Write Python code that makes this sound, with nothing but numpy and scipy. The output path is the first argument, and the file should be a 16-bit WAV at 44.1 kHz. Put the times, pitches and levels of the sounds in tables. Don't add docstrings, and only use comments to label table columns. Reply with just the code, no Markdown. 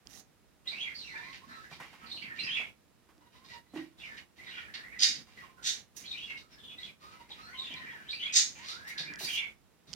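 import sys
import numpy as np
from scipy import signal
from scipy.io import wavfile
from scipy.ndimage import uniform_filter1d

SR = 44100
rng = np.random.default_rng(int(sys.argv[2]) if len(sys.argv) > 2 else 0)


def inscribe(sig):
    pcm = np.round(np.clip(np.atleast_2d(sig).T, -1, 1) * 32767)
    wavfile.write(sys.argv[1], SR, pcm.astype(np.int16))


def makeup_ratio(level_db):
    decades = np.asarray(level_db, float) / 20
    return 10 ** decades


N = 438787

# t/s, rise/s
SHAKE_STARTS = [(4.99, .04), (5.627, .048), (8.326, .042), (8.625, .07)]
# t/s, f/Hz, width/Hz, relative level/dB
SHAKEN_WIRES = [
    (4.9, 4910, 900, 2.5),
    (5.5, 4130, 1200, -3),
    (8.2, 6440, 1000, 5.5),
]


def rms_one(x):
    return x / np.sqrt(np.mean(x ** 2) + 1e-20)


def in_time(tables):
    t, rows = np.arange(N) / SR, np.concatenate(tables)
    on = np.zeros(N)
    for table in tables:
        start, end = table[0][0], table[-1][0]
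        on += np.interp(t, [start - .006, start, end, end + .03], [0, 1, 1, 0])
    return [np.interp(t, rows[:, 0], column) for column in rows.T[1:]] + [on]


def at_hz(points, hz):
    points = np.array(points)
    return np.interp(np.log(hz), np.log(points[:, 0]), points[:, 1])


def drift(hz):
    settle = 9000
    r = np.exp(-2 * np.pi * hz / SR)
    noise = rng.standard_normal(N + settle)
    return rms_one(signal.lfilter([1], [1, -2 * r, r * r], noise)[settle:])


def highpass(x, order, hz):
    return signal.sosfilt(signal.butter(order, hz, "high", fs=SR, output="sos"), x)


def resonate(x, hz, width_hz):
    r = np.exp(-np.pi * width_hz / SR)
    poles = [1, -2 * r * np.cos(2 * np.pi * hz / SR), r * r]
    return signal.lfilter([(1 - r * r) / 2, 0, (r * r - 1) / 2], poles, x + 1e-18)


def through(hits, modes):
    out = 0
    for k, (hz, width, db) in enumerate(modes):
        once = resonate(hits, hz, width)
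        out = out + (-1) ** k * makeup_ratio(db) * resonate(once, hz, 1.22 * width)
    return rms_one(out)


def hum():
    # f/Hz, level/dB per Hz
    spectrum = [(26, -28), (37, -23.5), (55, 6), (85, -4.5), (210, -4.5), (300, -8), (500, -12),
                (16000, -30)]
    # f/Hz, coefficient/1
    likeness = [(30, -0.65), (70, -0.64), (260, 0.77), (700, -0.014), (1400, 0.57), (9000, -0.25)]
    out, edges = 0, 22 * 2 ** np.arange(0, 9.6, .5)
    white = rng.standard_normal((2, 2, N))
    for k, (low, high) in enumerate(zip(edges, edges[1:])):
        band = signal.butter(2, [low, high], "band", fs=SR, output="sos")
        mid, side = signal.sosfilt(band, white[k % 2])
        hz = np.sqrt(low * high)
        alike = np.clip(at_hz(likeness, hz), -1, 1)
        stereo = np.sqrt(1 + alike) * mid + np.sqrt(1 - alike) * side * [[1], [-1]]
        out = out + makeup_ratio(at_hz(spectrum, hz)) * stereo
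    return rms_one(out)


def jostle():
    # t/s, length/s, level/dB
    movements = [
        (.0, 0.13, -73),
        (2.077, 0.57, -61),
        (4.963, 0.31, -61),
        (7.62, 0.41, -64),
        (8.91, 0.5, -57.5),
        (9.877, 0.037, -61.5),
    ]
    t, swell = np.arange(N) / SR, np.zeros(N)
    for s, length, db in movements:
        swell += makeup_ratio(db) * np.sin(np.pi * np.clip((t - s) / length, 0, 1))
    band = signal.butter(3, [125, 340], "band", fs=SR, output="sos")
    mid, side = signal.sosfilt(band, rng.standard_normal((2, N)))
    return swell * makeup_ratio(4 * drift(14)) * rms_one(mid + .55 * side * [[1], [-1]])


def room(x, direct_db, wet_db):
    t60_s, build_s, port_delay = .24, 0.0021, 16
    t = np.arange(SR // 2) / SR
    tail = rng.standard_normal((2, len(t))) * makeup_ratio(-60 * t / t60_s) * np.minimum(t / build_s, 1)
    tail *= makeup_ratio(wet_db) / np.sqrt(np.sum(tail ** 2, axis=1, keepdims=True))
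    tail[0, 0] += makeup_ratio(direct_db)
    tail[1, port_delay] += makeup_ratio(direct_db)
    return signal.fftconvolve(x[None], tail, axes=1)[:, :N]


def thumps():
    # t/s, peak level/dB, pitch f/Hz, knock relative level/dB, knock f/Hz
    blows = [(0.719, -62.5, 225, 0.5, 700), (1.468, -46, 238, -38, 600), (1.713, -48, 156, -9, 920),
             (1.801, -51.5, 150, 0, 990), (1.93, -59, 212, 0, 940), (2.031, -51, 228, -12, 890),
             (2.144, -50, 303, -11, 620), (2.595, -50, 237, -4, 690), (3.088, -51, 312, -12.5, 1010),
             (3.18, -50, 295, -20, 600), (3.736, -34.5, 273.3, -21, 584), (3.757, -28.5, 316.5, -27.5, 890),
             (3.774, -46, 164, -15, 600), (5.27, -65, 227, -1, 887), (5.466, -68, 227.2, 0, 855),
             (7.702, -49, 257, -13, 596), (8.574, -69, 227.6, -3, 1470), (9.001, -44.5, 159, -15, 596),
             (9.207, -46, 383, -5.5, 610), (9.889, -47.5, 167, -20, 600), (9.901, -53, 66, -34, 503)]
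    out, t = np.zeros(N + SR), np.arange(SR // 4) / SR
    attack = np.sin(np.minimum(t / 0.004, np.pi / 2)) ** 2
    knocks = rng.standard_normal((len(blows), len(t)))
    for (s, db, hz, knock_db, knock_hz), noise in zip(blows, knocks):
        t60_s = max(.3 + .006 * (db + 47), .03)
        phase = 2 * np.pi * hz * t
        modes = np.sin(phase) + .4 * np.sin(1.08 * phase) + .2 * np.sin(.9 * phase)
        ring = modes * makeup_ratio(-60 * t / t60_s) * attack
        knock = resonate(noise, knock_hz, 0.52 * knock_hz) * makeup_ratio(knock_db + 26.0 - 60 * t / 0.28)
        out[round(s * SR):][:len(t)] += makeup_ratio(db - 6.0) * (ring + knock)
    return out[:N]


def ticks():
    # t/s, peak level/dB
    snaps = [
        (0.0715, -38.5),
        (2.127, -47),
        (3.1802, -49),
        (7.74, -36.5),
        (9.1378, -33),
        (9.1586, -35),
    ]
    # t/s, peak level/dB
    flurry = [
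        (9.9315, -28),
        (9.936, -29.5),
        (9.938, -30.5),
    ]
    events = snaps + flurry
    impulses = np.zeros(N)
    impulses[[round(s * SR) for s, _ in events]] = makeup_ratio(np.array(events)[:, 1])
    hit = signal.sosfilt(signal.butter(2, 8500, fs=SR, output="sos"), impulses)
    return 12.0 * (resonate(hit, 4970, 690) - 0.23 * resonate(hit, 7500, 1200) + .5 * resonate(hit, 3240, 380))


def bursts():
    # length/s, peak level/dB, thin wire relative level/dB
    shake_sizes = [(0.28, -22, -6), (0.24, -28, 0.5), (0.23, -23, 1.5), (0.31, -38.5, -9.5)]
    # t/s, rise/s, length/s, peak level/dB, thin wire relative level/dB
    brushes = [
        (0.094, 0.11, 0.093, -62.5, 5),
        (5.962, 0.0029, 0.085, -53, 6),
        (8.872, 0.018, .055, -47, -4.5),
        (9.189, 0.06, 0.095, -40, -3.5),
        (9.282, 0.075, 0.09, -46, 1),
    ]
    # t/s, rise/s, length/s, peak level/dB, dull body relative level/dB
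    jolts = [
        (4.739, 0.0034, 0.061, -40.5, 0),
        (8.977, 0.0062, 0.089, -33.5, -8),
    ]
    # t/s, rise/s, length/s, peak level/dB, dull body relative level/dB
    grips = [(1.329, 0.0037, 0.091, -52, 7), (1.701, 0.045, 0.12, -58, 2), (3.322, 0.041, 0.14, -62, 0.5),
             (3.442, 0.018, 0.04, -55, -7), (3.482, 0.063, 0.078, -54, 0), (3.752, 0.015, 0.18, -56.5, 6.5),
             (4.169, 0.014, 0.035, -52.5, 7), (4.44, 0.13, 0.3, -60, 7.5),
             (6.371, 0.0073, 0.063, -48.5, -9), (6.493, 0.059, 0.029, -61, 2), (6.797, 0.054, 0.11, -56, 0)]
    # t/s, rise/s, length/s, peak level/dB, dull body relative level/dB
    scrambles = [(1.802, 0.011, 0.2, -64, 10.5), (1.44, 0.027, 0.3, -64, -1.5),
                 (2.001, 0.076, 0.12, -70.5, 17), (2.35, 0.025, 0.12, -58.5, 7), (0.683, .02, 0.23, -61, 1),
                 (0.96, .03, 0.38, -58.5, -9), (3.977, 0.018, .2, -62, 3), (4.358, .01, 0.065, -63, 4),
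                 (6.058, .03, 0.26, -57, -9), (6.998, 0.021, 0.12, -62, -0.5),
                 (5.262, 0.0066, 0.18, -64.5, 4), (5.414, 0.062, 0.1, -81, 21.5),
                 (7.092, 0.023, 0.2, -68, 6.5), (7.291, 0.078, 0.16, -64, 6),
                 (7.594, 0.072, 0.51, -65, 11.5), (8.554, 0.1, 0.042, -57.5, 8.5),
                 (9.871, 0.024, 0.039, -54.5, -7)]
    shakes = [start + size for start, size in zip(SHAKE_STARTS, shake_sizes)]
    kinds = [(shakes, (21, 58, -10.5, -25, 15, -18), True),
             (brushes, (8.5, 17, -6.5, -10, 14, -0.5), True),
             (jolts, (8.5, 25.5, -12.5, -30, -0.5, -11.5), False),
             (grips, (4.5, 23.5, -8.5, -56, -1, -10), False),
             (scrambles, (6.5, 5.5, -6, -39.5, -2, -14), False)]
    out = []
    for rows, (onset_db, fall_db, other_db, hiss_db, tail_db, air_db), bright in kinds:
        for s, rise, length, db, rel_db in rows:
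            thin_db, body_db = (rel_db, other_db) if bright else (other_db, rel_db)
            fizz_db = hiss_db + 0.61 * (thin_db - other_db)
            high = (fizz_db, fizz_db + air_db)
            end = s + max(length, rise + 0.0035)
            out.append([(s, db - onset_db, thin_db, body_db + 0.43 * tail_db, *high),
                        (s + rise, db, thin_db, body_db, *high),
                        (end, db - fall_db, thin_db, body_db + tail_db, *high)])
    return out


def contact_gains():
    gains, t = np.zeros((5, N)), np.arange(N) / SR
    for rows in bursts():
        s, level_db, *rel_db = np.transpose(rows)
        span = slice(round((s[0] - .003) * SR), round((s[-1] + 0.044) * SR))
        edge = np.interp(t[span], [s[0] - .003, s[0], s[-1], s[-1] + .03], [0, 1, 1, 0])
        gains[:, span] += [edge * makeup_ratio(np.interp(t[span], s, level_db + db)) for db in [0, *rel_db]]
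    return uniform_filter1d(gains, size=120, axis=1)


def rattle():
    # f/Hz, width/Hz, level/dB
    mesh_modes = [(3700, 740, 9.5), (4530, 1200, 7)]
    # f/Hz, width/Hz, level/dB
    thin_modes = [(5680, 1060, -7.5), (6660, 1570, -12.5)]
    # f/Hz, width/Hz, level/dB
    body_modes = [(864, 570, -6), (1350, 520, -13.5), (1950, 760, 10.5), (2900, 850, 4.5)]
    t = np.arange(N) / SR
    mesh, thin, body, fine, airy = contact_gains()
    strength = makeup_ratio(4.54 * np.minimum(rng.exponential(1, N), 5))
    hits = (rng.random(N) < 5000 / SR) * strength * rng.choice([-1, 1], N)
    hiss = rms_one(highpass(resonate(hits, 9200, 2900), 3, 8000))
    air = rms_one(highpass(rng.standard_normal(N), 2, 10500))
    loudest, shaking = np.zeros(N), np.zeros(N)
    for s, hz, width, db in SHAKEN_WIRES:
        during = abs(t - s - .2) < .2
        loudest += makeup_ratio(db) * during * through(hits, [(hz, width, 0)])
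        shaking += during
    low_db = -16 - 4 * shaking
    frame = through(hits, body_modes[2:]) + makeup_ratio(low_db) * through(hits, body_modes[:2])
    wires = mesh * (through(hits, mesh_modes) + loudest) + thin * through(hits, thin_modes)
    return wires + body * frame + fine * hiss, airy * air


def peep(rows, change_db, overtone_db):
    # multiple/1, level/dB
    overtones = [(2, -6), (3, -7), (4, -10), (5, -19)]
    tables = []
    for s, length, start_hz, end_hz, db in rows:
        tables.append([(s, start_hz, db - change_db / 2), (s + length, end_hz, db + change_db / 2)])
    hz, level_db, on = in_time(tables)
    phase = 2 * np.pi * np.cumsum(hz * (1 + 0.011 * drift(30) + 0.015 * drift(225))) / SR
    tone = np.sin(phase)
    for k, db in overtones:
        tone += makeup_ratio(db + overtone_db + 2.5 * drift(10)) * np.sin(k * phase)
    breath = makeup_ratio(level_db + 6.5 + 3.2 * drift(47)) * (1 + .48 * drift(800))
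    return on * breath * tone


def peeps():
    # t/s, length/s, start f/Hz, end f/Hz, level/dB
    low_peeps = [(1.14, 0.17, 892, 1100, -63), (3.21, 0.079, 994, 960, -69), (3.34, 0.11, 980, 1059, -69),
                 (3.52, 0.069, 965, 930, -64), (3.63, 0.12, 960, 1000, -81), (5.49, 0.11, 1067, 1037, -68),
                 (7.14, 0.087, 986.5, 947, -64.5), (7.54, 0.081, 1035, 1072, -62),
                 (7.72, 0.095, 994, 1040, -61)]
    # t/s, length/s, start f/Hz, end f/Hz, level/dB
    high_peeps = [
        (1.49, 0.1, 1350, 1284, -60.5),
        (7.01, 0.1134, 1217, 1293, -61.5),
        (7.38, 0.13, 1219, 1507, -59.5),
    ]
    # t/s, length/s, start f/Hz, end f/Hz, level/dB
    long_glide = [
        (8.56, .32, 810, 1880, -59.5),
    ]
    return (peep(low_peeps, change_db=-3.5, overtone_db=-4) + peep(high_peeps, change_db=-1, overtone_db=-10)
            + peep(long_glide, change_db=11, overtone_db=-17))


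def twitter(rows, wobble, rough, pulse_db, second_db, third_db):
    out, jitter = np.zeros(N), 1 + wobble * drift(80.5) + rough * drift(300)
    broken = rms_one(makeup_ratio(pulse_db * drift(45)) * (1 + .35 * drift(600)))
    for s, length, hz, db, slide in rows:
        span = slice(round(s * SR), round((s + length) * SR))
        u = np.linspace(0, 1, span.stop - span.start)
        pitch = hz * (1 + slide * (u - .5)) * jitter[span] / jitter[span].mean()
        phase = 2 * np.pi * np.cumsum(pitch) / SR
        shape = np.sin(np.pi * u) ** 0.12
        tone = np.sin(phase) + makeup_ratio(second_db) * np.sin(2 * phase) + makeup_ratio(third_db) * np.sin(3 * phase)
        out[span] += makeup_ratio(db + 7.5) * shape * rms_one(broken[span]) * tone
    return out


def notes():
    # t/s, length/s, mid f/Hz, level/dB
    rises = [(0.715, 0.083, 2500, -47.5), (0.783, 0.035, 2965, -44), (1.133, 0.044, 2350, -54),
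             (1.409, 0.057, 1083, -63), (1.789, 0.03, 1910, -53), (2.494, 0.057, 3202, -39.5),
             (4, 0.068, 2834, -55.5), (4.385, 0.05, 2096, -56.5), (4.506, 0.075, 3020, -54),
             (4.653, 0.071, 1729, -58.5), (4.776, 0.11, 1880, -53.5), (4.891, 0.058, 2303, -58),
             (6.03, 0.029, 2350, -59), (6.037, 0.026, 3140, -54.5), (6.127, 0.11, 2626, -51.5),
             (6.499, 0.11, 1633, -67.5), (6.83, 0.022, 3630, -45.5), (7.844, 0.067, 2254, -66),
             (8.085, 0.048, 3920, -44.5), (8.128, 0.04, 2570, -45.5), (8.193, 0.074, 3202, -40.5),
             (8.215, 0.12, 2370, -47), (8.88, 0.061, 2200, -51.5), (9.035, 0.071, 2300, -52.5),
             (9.333, 0.05, 3146, -37.5)]
    # t/s, mid f/Hz, level/dB
    falls = [(.83, 2286, -46.5), (.98, 4133, -52), (1.02, 2800, -55), (1.075, 2120, -55.5),
             (2.012, 1230, -59.5), (2.448, 2510, -43.5), (2.455, 1803, -52.5), (2.565, 2424, -41),
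             (2.6, 2900, -70), (6.719, 2320, -73), (7.639, 3230, -57), (4.034, 2223, -50.5),
             (4.455, 1950, -54), (6.856, 2414, -59.5), (7.716, 2414, -56)]
    # t/s, f/Hz, level/dB
    chips = [(.657, 2044, -58), (0.672, 3902, -40), (0.71, 4600, -53.5), (.945, 4610, -48.5),
             (1.149, 1830, -56), (1.714, 2360, -76), (2.104, 3690, -48.5), (2.215, 2195, -48.5),
             (2.223, 2600, -53.5), (2.388, 4040, -41.5), (2.43, 4880, -44), (4.084, 1775, -54),
             (4.925, 1914, -52), (6.065, 3800, -53), (6.104, 3780, -42.5), (6.17, 3030, -47),
             (6.769, 2005, -58.5), (6.78, 3830, -51.5), (7.661, 2760, -56), (7.699, 3160, -47),
             (7.758, 3830, -53.5), (8.072, 3280, -56), (8.112, 4440, -63), (9.218, 4100, -44.5),
             (9.247, 4700, -42.5), (9.271, 2422, -46.5), (9.286, 3160, -41), (9.358, 2700, -42.5)]
    # t/s, length/s, mid f/Hz, level/dB
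    holds = [(0.115, 0.2, 769, -76), (1.217, 0.096, 2074, -57), (3.974, 0.049, 3510, -59),
             (4.1, .07, 1706, -62.5), (2.098, 0.064, 4150, -53), (2.164, 0.022, 2950, -50),
             (2.2, .035, 3050, -53), (2.136, 0.065, 3640, -60), (6.053, 0.053, 4170, -55),
             (6.135, .05, 3750, -66), (6.217, .04, 3274, -50), (2.276, 0.079, 1824, -50.5),
             (2.385, 0.065, 2686, -46.5), (4.54, 0.06, 1480, -60), (4.545, 0.094, 1880, -54.5),
             (4.513, 0.16, 2425, -58.5), (5.374, 0.043, 1950, -53), (6.245, 0.063, 2734, -48.5),
             (6.281, 0.089, 2158, -51), (6.584, 0.14, 3446, -55.5), (6.626, 0.1, 2990, -60),
             (6.696, 0.071, 2520, -59), (7.572, 0.062, 3700, -48.5), (7.76, 0.15, 1861, -52),
             (7.904, 0.063, 1820, -52), (8.933, 0.11, 1664, -56.5), (9.08, 0.11, 1710, -58),
             (9.362, 0.1, 2243, -45)]
    fall_s, chip_cycles = .052, 100.0
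    rising = [(*row, 0.158) for row in rises]
    falling = [(s, fall_s, hz, db, -0.181) for s, hz, db in falls]
    chipping = [(s, chip_cycles / hz, hz, db, 0.035) for s, hz, db in chips]
    sagging = [(*row, -0.033) for row in holds]
    return rising + falling + chipping + sagging


def glides(rows):
    return [(s, length, (a + b) / 2, db, 2 * (b - a) / (a + b)) for s, length, a, b, db in rows]


def monkey():
    # t/s, length/s, start f/Hz, end f/Hz, level/dB
    screeches = [(.84, 0.085, 2900, 2000, -53.5), (1.09, 0.063, 2300, 1722, -52),
                 (2.37, 0.048, 2126, 2500, -50.5), (2.44, 0.048, 2185, 2900, -53),
                 (2.53, 0.066, 2705, 2515, -42), (2.6, 0.062, 3300, 2900, -63),
                 (4.46, 0.099, 3760, 3500, -58), (4.5, 0.13, 1500, 1383, -67),
                 (4.55, 0.074, 2710, 3084, -55.5), (4.62, 0.068, 1450, 1620, -73),
                 (6.13, 0.07, 2300, 2900, -61), (5.42, 0.045, 1350, 850, -61),
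                 (5.56, 0.12, 1388, 1600, -58), (1.465, 0.082, 1650, 1900, -58),
                 (1.58, 0.12, 1605, 1900, -60), (2.04, .07, 4285, 4150, -56.5),
                 (2.19, 0.058, 4300, 4350, -60.5), (8.9, 0.13, 1900, 1652, -57.5),
                 (9.04, 0.16, 1800, 1605, -56.5), (2.225, 0.0498, 2650, 2460, -57),
                 (.645, .05, 2800, 3140, -60.5), (6.3, 0.079, 2800, 2750, -60),
                 (6.83, 0.051, 3580, 2900, -58), (7.304, 0.036, 3746, 3600, -51.5),
                 (1.19, .12, 2017, 2288, -61), (7.66, 0.094, 3250, 2099, -58),
                 (7.85, .08, 2000, 2700, -57.5), (9.3, 0.12, 2757, 2630, -48.5)]
    # t/s, length/s, start f/Hz, end f/Hz, level/dB
    strands = [(0.806, 0.029, 3286, 3235, -40), (.85, 0.056, 2600, 2067, -52.5),
               (0.982, 0.029, 4304, 4230, -50.5), (1.03, 0.07, 5430, 5700, -68),
               (1.078, 0.038, 3900, 4150, -59), (1.155, 0.039, 1792, 1757, -46.5),
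               (1.158, 0.057, 3640, 3600, -63), (1.219, 0.055, 2350, 2480, -56.5),
               (1.23, 0.083, 3970, 4090, -64.5), (1.715, 0.018, 2400, 2330, -60.5),
               (1.776, .06, 3030, 2950, -75), (2.117, 0.017, 4180, 4320, -47),
               (2.156, 0.016, 4340, 4200, -48.5), (2.42, 0.079, 1900, 1826, -53),
               (2.465, 0.038, 3200, 3080, -44), (2.52, 0.052, 1806, 1920, -59),
               (2.557, 0.044, 2290, 2243, -48), (2.566, 0.048, 3400, 3250, -48),
               (2.632, 0.056, 2900, 2300, -62), (4.558, 0.057, 2940, 2990, -60),
               (7.39, 0.032, 2560, 2650, -66), (7.395, 0.103, 4030, 4370, -62),
               (7.41, 0.0504, 5440, 5600, -72), (7.99, 0.14, 1707, 1802, -63),
               (8.105, .07, 4520, 4550, -51), (8.21, 0.039, 3460, 3320, -47.5),
               (6.42, 0.048, 1303, 1300, -67.5), (6.51, 0.042, 5520, 5170, -64),
               (7.301, 0.0193, 800, 950, -60), (7.583, 0.02, 3750, 3813, -44.5),
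               (7.619, 0.06, 3647, 3477, -47.5), (7.655, 0.044, 2700, 2480, -59),
               (7.761, 0.0226, 4100, 4090, -64), (7.907, 0.013, 3400, 3230, -60),
               (7.918, 0.031, 960, 880, -63), (7.947, 0.1, 1700, 1493, -63.5),
               (1.496, 0.077, 4040, 3950, -63.5), (1.561, 0.028, 1315, 1306, -58),
             (3.495, .03, 1960, 1890, -55.5), (3.53, 0.057, 1930, 1900, -66), (3.643, .04, 1950, 1983, -72),
             (3.68, 0.034, 3950, 4070, -68), (3.747, .06, 1930, 1936, -58.5),
             (3.798, 0.036, 2245, 2210, -77), (4.574, 0.045, 1388, 1434, -66.5),
             (8.243, 0.052, 3500, 3425, -55), (7.156, 0.13, 2000, 2130, -71),
             (7.463, 0.093, 1640, 2263, -56.5), (7.545, 0.026, 3100, 2980, -52)]
    calls = twitter(notes(), wobble=.03, rough=.024, pulse_db=4.5, second_db=-28, third_db=-36)
    calls += twitter(glides(screeches), wobble=.05, rough=.07, pulse_db=5.5, second_db=-28, third_db=-38)
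    calls += twitter(glides(strands), wobble=.018, rough=.016, pulse_db=4, second_db=-25, third_db=-36)
    return calls + peeps()


def scene():
    # t/s, left minus right level/dB
    pan = [(0.0, 1), (0.08, -24), (0.22, -12.5), (0.27, -2), (0.77, -4.5), (5.82, -5), (5.93, -3),
           (5.96, -12), (6.12, 1.5), (6.23, -3.5), (6.76, -1.5), (8.31, -3), (8.37, -3), (8.59, -3),
           (9.64, -4), (9.89, -3), (9.92, -6), (9.95, -21)]
    pan_db, _ = in_time([pan])
    wires, fizz = rattle()
    far = room(monkey(), direct_db=-5.5, wet_db=0.0) + room(wires, direct_db=-4, wet_db=-1.5)
    low = thumps()
    near = low + fizz + ticks() + room(low, direct_db=-30, wet_db=-11)
    moving = (far + near) * makeup_ratio([pan_db / 2, -pan_db / 2])
    hum_db, left_db = -59, -3.5
    return moving + jostle() + makeup_ratio(hum_db) * hum() * makeup_ratio([[left_db / 2], [-left_db / 2]])


def gate(x, open_db, slope, depth_db, shut_db_per_s):
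    treble = highpass(x, 2, 800)
    level_db = 10 * np.log10(uniform_filter1d(np.mean(treble ** 2, axis=0), size=1500) + 1e-12)
    wanted = np.clip(slope * (level_db - open_db), -depth_db, 0)
    ramp = shut_db_per_s * np.arange(N) / SR
    gain_db = np.maximum.accumulate(wanted + ramp) - ramp
    return x * makeup_ratio(uniform_filter1d(gain_db, size=300))


def band_limit(x):
    return signal.sosfilt(signal.butter(12, 16310, fs=SR, output="sos"), x)


def record(dry):
    rolled = highpass(dry, 2, 48)
    gated = gate(rolled, open_db=-52.5, slope=0.8, depth_db=7.0, shut_db_per_s=253)
    cut = signal.sosfilt(signal.cheby2(22, 50, 16400, fs=SR, output="sos"), gated)
    return band_limit(cut)


dry = scene()
out = record(dry)
inscribe(out)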